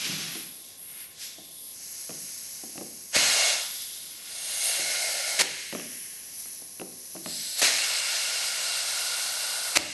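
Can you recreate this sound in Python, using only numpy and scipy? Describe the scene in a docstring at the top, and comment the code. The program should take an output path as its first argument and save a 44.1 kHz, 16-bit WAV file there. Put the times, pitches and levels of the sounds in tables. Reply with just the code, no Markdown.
"""Tyre filled from an air chuck.

A small tyre on a plywood bench in a workshop is first dragged (stick-slip ringing plus rasp noise).
Chuck and rim knock now and then: clicks ringing bench and rim modes. The leaking chuck hisses thinly;
fills through the valve roar: noise through the hollows of rim, valve and tyre. Noise bursts puff as
it seats and lifts. A reverberant tail, a low rumble and a faint whine lie behind."""
import sys
import numpy as np
from scipy import signal
from scipy.fft import rfft, irfft
from scipy.io import wavfile
from scipy.ndimage import uniform_filter1d

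SR = 44100
rng = np.random.default_rng(int(sys.argv[2]) if len(sys.argv) > 2 else 0)


def wav_record(signal):
    """Record a signal, one row per channel, as 16-bit PCM in the file named by sys.argv[1]."""
    frames = np.transpose(np.atleast_2d(signal))
    bounded = np.clip(frames, -1, 1)
    # unit amplitude maps onto the largest positive 16-bit level
    quanta = np.round(bounded * 32767).astype(np.int16)
    wavfile.write(sys.argv[1], SR, quanta)


N = 437913


def from_db(db):
    """Amplitude gain of a level in dB."""
    return 10 ** (np.asarray(db) / 20)


def rms_one(x):
    """Scaled to unit rms."""
    return x / np.sqrt(np.mean(x ** 2) + 1e-20)


def in_time(rows):
    """Each column after the first, interpolated to a value per sample."""
    s, *columns = np.transpose(rows)
    return [np.interp(np.arange(N) / SR, s, c) for c in columns]


def shaped(x, points):
    """Coloured by a spectrum interpolated on a log-frequency axis."""
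    hz, db = np.transpose(points)
    grid = np.maximum(np.arange(N // 2 + 1) * SR / N, 1)
    gain = from_db(np.interp(np.log(grid), np.log(hz), db))
    return irfft(rfft(x) * gain, N)


def drift(rate_hz):
    """Slow random curve of unit rms: noise through two equal poles, made at SR / 40."""
    r = np.exp(-80 * np.pi * rate_hz / SR)
    noise = rng.standard_normal(N // 40 + 2002)
    slow = signal.lfilter([1], [1, -2 * r, r * r], noise)[2000:]   # settled part
    return np.interp(np.arange(N) / 40, np.arange(len(slow)), rms_one(slow))


def ring(clicks, hz, t60_s):
    """A damped mode: a unit click starts a decaying sine of initial height 1."""
    r, w = from_db(-60 / (t60_s * SR)), 2 * np.pi * hz / SR
    return signal.lfilter([0, np.sin(w)], [1, -2 * r * np.cos(w), r * r], clicks + 1e-18)


def resonate(x, hz, width_hz):
    """A resonance with gain 1 on top that passes nothing far below."""
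    r = np.exp(-np.pi * width_hz / SR)
    b = [(1 - r * r) / 2, 0, (r * r - 1) / 2]
    return signal.lfilter(b, [1, -2 * r * np.cos(2 * np.pi * hz / SR), r * r], x)


# Rumble spectrum. Each row: frequency in Hz, density in dB per Hz.
RUMBLE_SPECTRUM = [(15, -40), (25, 4), (185, 11.5), (500, 8), (820, 6), (930, -6), (1150, 1), (1600, -21),
                   (2080, -20), (3520, -120)]
RUMBLE_DB = -61.5


def rumble():
    """Distant rumble of the shop: noise with a mostly low spectrum."""
    return from_db(RUMBLE_DB) * rms_one(shaped(rng.standard_normal(N), RUMBLE_SPECTRUM))


WHINE_HZ, WHINE_SPREAD_HZ, WHINE_RMS_DB = 1059, 3.55, -72


def whine():
    """One faint sine whose pitch drifts slightly."""
    hz = WHINE_HZ + WHINE_SPREAD_HZ * drift(3.4)
    return from_db(WHINE_RMS_DB) * np.sqrt(2) * np.sin(2 * np.pi * np.cumsum(hz) / SR)


# Reverberation of the shop. Each row: frequency in Hz, decay time t60 in s.
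SHOP_T60 = [(100, 0.77), (400, 0.64), (2000, 0.55)]


def shop(x):
    """Two unrelated reverberant tails: noise that dies octave by octave, building up over 12 ms."""
    t, tail = np.arange(SR // 2) / SR, 0
    t60_hz, t60_s = np.transpose(SHOP_T60)
    for hz in 90 * 2. ** np.arange(7):
        octave_t60_s = np.interp(np.log(hz), np.log(t60_hz), t60_s)
        octave = signal.butter(2, [hz / np.sqrt(2), hz * np.sqrt(2)], "band", fs=SR, output="sos")
        noise = signal.sosfilt(octave, rng.standard_normal((2, len(t))))
        tail = tail + noise * from_db(-60 * t / octave_t60_s)
    tail = tail * np.minimum(t / 0.012, 1)
    return signal.fftconvolve(x[None], rms_one(tail) / np.sqrt(len(t)), axes=1)[:, :N]


# Rubber dragged over plywood. Each row: time in s, rumble in dB, rasp in dB.
DRAG = [(0.0, -44, -34.5), (0.06, -38, -31.5), (0.38, -48, -39), (0.62, -77, -58.5)]
# Rasp spectrum. 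Each row: frequency in Hz, density in dB per Hz.
RASP = [(900, -10.5), (2500, 2.5), (6000, 2), (12000, -20)]
# Bench modes, also struck by the knocks. Each row: frequency in Hz, relative level in dB, t60 in s.
BENCH = [(163, -9, 0.22), (193, -8, 0.15), (242, -1.5, 0.071), (260, 2.5, 0.042), (327, 2, 0.065),
         (401, 0, 0.058), (545, 11.5, 0.012), (610, 12, 0.0085), (749, -7, 0.084)]
STICKS_PER_S, BENCH_TILT_DB_PER_OCTAVE = 520, -15.0


def drag():
    """The tread sticks and slips at random and shakes the bench; the rubber rasps on the grain."""
    slips = (rng.random(N) < STICKS_PER_S / SR) * rng.standard_normal(N) * from_db(6.1 * drift(19))
    shaking = 0
    for hz, db, t60_s in BENCH:
        tilt_db = BENCH_TILT_DB_PER_OCTAVE * np.log2(hz / 200)
        shaking = shaking + from_db(db + tilt_db) * ring(slips, hz, t60_s)
    rasp = rms_one(shaped(rng.standard_normal(N), RASP)) * from_db(1.0 * drift(23))
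    moving = np.arange(N) / SR < DRAG[-1][0]
    rumble_db, rasp_db = in_time(DRAG)
    return (rms_one(shaking) * from_db(rumble_db) + rasp * from_db(rasp_db)) * moving


def struck(at, level_db, modes, spread_db, chatter_s, clean):
    """Each blow is a click with a short ragged chatter, and strikes every mode with its own strength."""
    out, chance = np.zeros(N), rng.standard_normal((len(at), len(modes)))
    fade = np.exp(-1 / (chatter_s * SR))
    for k, (hz, mode_db, t60_s) in enumerate(modes):
        clicks = np.zeros(N)
        clicks[at] = from_db(level_db + mode_db + spread_db * chance[:, k])
        burst = signal.lfilter([np.sqrt(1 - fade ** 2)], [1, -fade], clicks + 1e-18)
        chatter = burst * rng.standard_normal(N)
        out += ring(clean * clicks + chatter, hz, t60_s)
    return out


# Knocks on rim and bench. Each row: time in s, relative thud level in dB, relative tick level in dB.
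KNOCKS = [(0.354, -29, -35), (1.383, -34.5, -66), (2.094, -28, -32), (2.106, -26.5, -31), (2.636, -27, -66),
          (2.756, -28, -43), (2.779, -25, -28.5), (2.811, -23.5, -39), (4.795, -29, -49), (5.727, -22, -23),
          (5.75, -19, -22), (5.798, -36, -25), (6.458, -50, -36), (6.618, -38, -54), (6.798, -28, -28),
          (6.815, -24, -28), (7.152, -27, -50), (7.165, -33, -32), (7.261, -20, -21.5)]
# Rim modes. Each row: frequency in Hz, relative level in dB, t60 in s.
RIM = [(1300, 0, .004), (2000, 0, .004), (2650, 0, .006), (3600, -8, .003)]
# loss away from SOFT_HZ, per dB by which the tick is weaker than the thud
SOFT_DB_PER_OCTAVE, SOFT_HZ = 0.03, 327


def knocks():
    """A dull thud of the bench under a short tick of the rim; a thud with a weak tick is rounder."""
    s, thud_db, tick_db = np.transpose(KNOCKS)
    at = np.round(s * SR).astype(int)
    softness = SOFT_DB_PER_OCTAVE * np.maximum(thud_db - tick_db, 0)
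    thuds = 0
    for mode in BENCH:
        level_db = thud_db - 16.5 - softness * abs(np.log2(mode[0] / SOFT_HZ))
        thuds = thuds + struck(at, level_db, [mode], spread_db=2.5, chatter_s=0.011, clean=0.27)
    ticks = struck(at, tick_db - 10, RIM, spread_db=1.0, chatter_s=.002, clean=1.5)
    return thuds + ticks


# The seal breaks or closes. Each row: start in s, length in s, blast level in dB, pop level in dB.
PUFFS = [(3.155, 0.013, -19.5, -26), (5.393, 0.028, -17, -43), (7.617, 0.0149, -16, -36),
         (9.758, 0.017, -16, -26)]
# Blast spectrum. Each row: frequency in Hz, density in dB per Hz.
PUFF_SPECTRUM = [(88, -58), (150, -18), (615, -7.5), (1050, -12.5), (2180, -1), (3030, -8.5), (3780, -4.5),
                 (6550, -6.5), (12000, -14)]
# A puff sags, then spurts before it shuts. Points: share of length; gain.
SPURT_AT = [-.25, .15, .5, .85, 1.05]
SPURT = [0, 1, .65, 1.15, 0]
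# Pop of the tyre hollow. Each row: frequency in Hz, relative level in dB, t60 in s.
POP_MODES = [(302, -2.5, 0.037), (594, 6.5, 0.031)]


def puffs():
    """Short ragged blasts that shut fast; the tyre hollow pops near the end of each."""
    t, gate, clicks = np.arange(N) / SR, np.zeros(N), np.zeros(N)
    for s, length_s, level_db, pop_db in PUFFS:
        gate += from_db(level_db) * np.interp(t, s + length_s * np.array(SPURT_AT), SPURT)
        clicks[round((s + .8 * length_s) * SR)] = from_db(pop_db)
    blast = rms_one(shaped(rng.standard_normal(N), PUFF_SPECTRUM)) * from_db(1.5 * drift(120))
    pops = sum(from_db(db) * ring(clicks, hz, t60_s) for hz, db, t60_s in POP_MODES)
    return gate * blast + pops


# The chuck's leak as the hand turns it. Each row: time in s, jet in dB, treble in dB.
LEAK = [(0.3, -47, -42), (0.38, -53, -39.5), (0.759, -51, -51.5), (0.8, -56, -44), (1.03, -49.5, -47),
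        (1.09, -58, -64), (1.478, -51, -47.5), (1.672, -50, -40.5), (1.8, -44, -45), (1.94, -42, -41),
        (2.3, -41, -41), (3.1, -47, -45), (3.8, -38.5, -37.5), (4.202, -48, -45.5), (4.68, -32.5, -28.5),
        (4.85, -40, -37), (5.5, -58, -52), (5.75, -47.5, -42.5), (5.999, -49.5, -39.5), (6.31, -47, -43.5),
        (6.39, -43.5, -39), (6.668, -49, -44), (7.22, -46, -43.5), (7.3, -36.5, -40), (7.51, -34, -39.5),
        (7.56, -37, -38), (7.7, -51, -57)]
# Tyre hollow and rim hollow against the leak's jet, in dB.
LEAK_HOLLOWS_DB = [-25.5, -14]
# Swells of air: leak spits, fills through the valve, and sighs after a lift. Each row: full at in s,
# rise in s, longest hold in s, fall in s, surge in dB, then tyre hollow, rim hollow, jet and treble in dB.
SWELLS = [(0.984, 0.47, 0.031, 0.27, -4, -60, -49.5, -61, -38.5),
          (1.224, 0.11, 0.038, 0.32, 3, -69, -51.5, -42, -46.5),
          (3.149, 0.025, 0.35, 0.27, -0.5, -34.5, -27.5, -23.5, -33.5),
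          (4.736, 0.68, .8, 0.048, -1, -42, -35, -31, -37),
          (5.396, 0.022, 0.018, 1.0, 3.5, -65, -37, -35.5, -43),
          (7.596, 0.054, 0.0042, 0.059, 0, -41.5, -36.5, -27, -30),
          (7.639, 0.029, 2.77, 0.032, 9.5, -42.5, -33, -29, -37.5),
          (9.773, 0.016, .02, .8, -1.5, -69, -38.5, -36, -43.5)]
# Loss in each of the four parts while a swell holds, in dB per s.
SAG_DB_PER_S = [-0.5, 4.5, 2, -1]
# Factor on the opening and shutting swing of each part.
STEEPNESS = [0.96, 0.93, 0.82, 1.3]
SWING_DB, SURGE_S = 24.5, 0.059   # swing per rise or fall time, before STEEPNESS; surge decay


def flow_db():
    """Level of each part of the hiss: the leak and every swell add in power."""
    t = np.arange(0, N, 32) / SR
    s, jet, treble = np.transpose(LEAK)
    jet, treble = np.interp(t, s, jet), np.interp(t, s, treble)
    tyre, rim = jet + LEAK_HOLLOWS_DB[0], jet + LEAK_HOLLOWS_DB[1]
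    power = from_db([tyre, rim, jet, treble]) ** 2
    for full, rise, hold, fall, surge_db, *parts_db in SWELLS:
        to_puffs = [puff - full for puff, *_ in PUFFS if puff > full + .1]
        hold = min([hold] + to_puffs)   # held no longer than to the next puff
        since = np.maximum(t - full, 0)
        shut = np.maximum(full - t, 0) / rise + np.maximum(since - hold, 0) / fall
        swing_db = SWING_DB * np.outer(STEEPNESS, shut)
        loss_db = swing_db + np.outer(SAG_DB_PER_S, np.minimum(since, hold))
        opening_db = surge_db * np.exp(-since / SURGE_S)
        power += from_db(np.c_[parts_db] + opening_db - np.minimum(loss_db, 200)) ** 2
    return [np.interp(np.arange(N) / SR, t, 10 * np.log10(p)) for p in power]


# Resonances that the air excites. Each row: frequency in Hz, width in Hz, then the boost over
# the plain hiss in dB for each of the eight colours.
HOLLOWS = [(626, 290, -14, 4.5, 23, -15, 2, -9, 8.5, 9), (1438, 163, 4, 5.5, 22, 7, 10.5, -4, 6.5, 12),
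           (2169, 153, 1, 3.5, 9, 3.5, 4.5, -4, 6.5, -4), (2772, 147, -2, -5, -6, 3, 8.5, -16, 8, 0),
           (3500, 710, -22, -40, -14, 4.5, -4, -10, -1.5, -10),
           (4140, 730, 9, 7, 6.5, -2, 3.5, 5, 1.5, 8.5), (4976, 1050, 9.5, 2.5, 5.5, 2.5, 3, -8, 0, 6.5),
           (5710, 2500, 19, 0, 3, 0, -6.5, 14, -11, -8), (6030, 116, -3, -26, -7, 1, 2, 18.5, 3, 10),
           (6490, 270, 21.5, 5.5, 7, -9, -2, 5, 7.5, -9), (7900, 650, 15.5, 0, 4, -5, 0.5, 7, -8.5, 8),
           (8820, 660, -18, 11, 9, -2, 6.5, 1, 9, -9), (9570, 510, 1, 10, 8.5, 6.5, -2, 5, 7, -2),
           (10775, 1560, 7, 9, 7, 9, -3.5, 13, 7.5, 4), (11535, 330, 6, 9.5, 5, 14, 2.5, 11, -2, 4)]
# Colour of the hiss. Each row: start in s, boost column of HOLLOWS (0 to 7).
COLOURS = [(0, 3), (1.75, 0), (3.13, 1), (3.35, 6), (3.62, 3), (4.3, 6), (4.8, 2), (5.42, 1), (5.75, 5),
           (7.24, 7), (7.6, 1), (7.8, 4)]
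# Tyre hollow, rim hollow, jet, treble. Each row: low edge in Hz, high edge in Hz.
PARTS_HZ = [(540, 1500), (1600, 3250), (3300, 8200), (8300, 12600)]
WAVER_DB, WAVER_HZ = 1.1, 6.7   # level of each resonance
WANDER_SHARE, WANDER_HZ = .008, 2.5   # pitch of the low hollows as the hand shifts


def air(flutter_db):
    """Turbulent hiss in four parts; the strengths of each part's resonances change with the colour."""
    t, out, flutter = np.arange(N) / SR, 0, drift(4.6)
    since, columns = np.transpose(COLOURS)
    colour = columns.astype(int)[np.searchsorted(since, t, side="right") - 1]
    for (low, high), level_db in zip(PARTS_HZ, flow_db()):
        edges = signal.butter(3, [low, high], "band", fs=SR, output="sos")
        part, power = rms_one(signal.sosfilt(edges, rng.standard_normal(N))), 1
        for hz, width_hz, *boost_db in HOLLOWS:
            if low <= hz < high:
                once = resonate(rng.standard_normal(N), hz, width_hz)
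                tone = rms_one(resonate(once, hz, width_hz))
                if high < PARTS_HZ[2][0]:   # tyre and rim: read at a wandering speed
                    place = np.cumsum(1 + WANDER_SHARE * drift(WANDER_HZ)) % (N - 1)
                    tone = np.interp(place, np.arange(N), tone)
                share = np.sqrt(width_hz / (high - low))   # a narrow peak holds little power
                boost = uniform_filter1d(from_db(boost_db)[colour], size=2000)
                gain = share * boost * from_db(WAVER_DB * drift(WAVER_HZ))
                part, power = part + gain * tone, power + gain ** 2
        part_db = level_db + flutter_db * (flutter + drift(22.0))
        out = out + part / np.sqrt(power) * from_db(part_db)
    return out


# Stereo spread of the close sources and tail. Each row: frequency in Hz, side gain in dB.
SIDE_SPECTRUM = [(250, -23), (1000, -33), (2500, -76)]
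BENCH_LOW_HZ = 137   # low edge of the knocks and drag, keeps the thuds free of deep bass
SHOP_DB, SHOP_DULL_HZ = -6.5, 503   # the walls return little treble


def scene():
    """Close sources and their tail, nearly in the middle; a little differs between the sides."""
    bench_high = signal.butter(3, BENCH_LOW_HZ, "high", fs=SR, output="sos")
    bench = signal.sosfilt(bench_high, knocks() + drag())
    hits, hiss = puffs() + bench, air(flutter_db=.45)
    far = signal.sosfilt(signal.butter(1, SHOP_DULL_HZ, fs=SR, output="sos"), hits)
    tail, other_tail = from_db(SHOP_DB) * shop(far)
    mid = hits + hiss + tail + rumble() + whine()
    late = np.roll(hits + hiss, 310)   # samples
    side = shaped(late + other_tail, SIDE_SPECTRUM) + from_db(-5.5) * rumble()
    return mid + side * [[1], [-1]]


MIC_LOW_HZ, CUTOFF_HZ = 38, 11880


def record(dry):
    """The microphone drops the deep bass; the top is cut steeply."""
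    thin = signal.sosfilt(signal.butter(1, MIC_LOW_HZ, "high", fs=SR, output="sos"), dry)
    return signal.sosfilt(signal.ellip(12, .5, 80, CUTOFF_HZ, fs=SR, output="sos"), thin)


dry = scene()
out = record(dry)
wav_record(out)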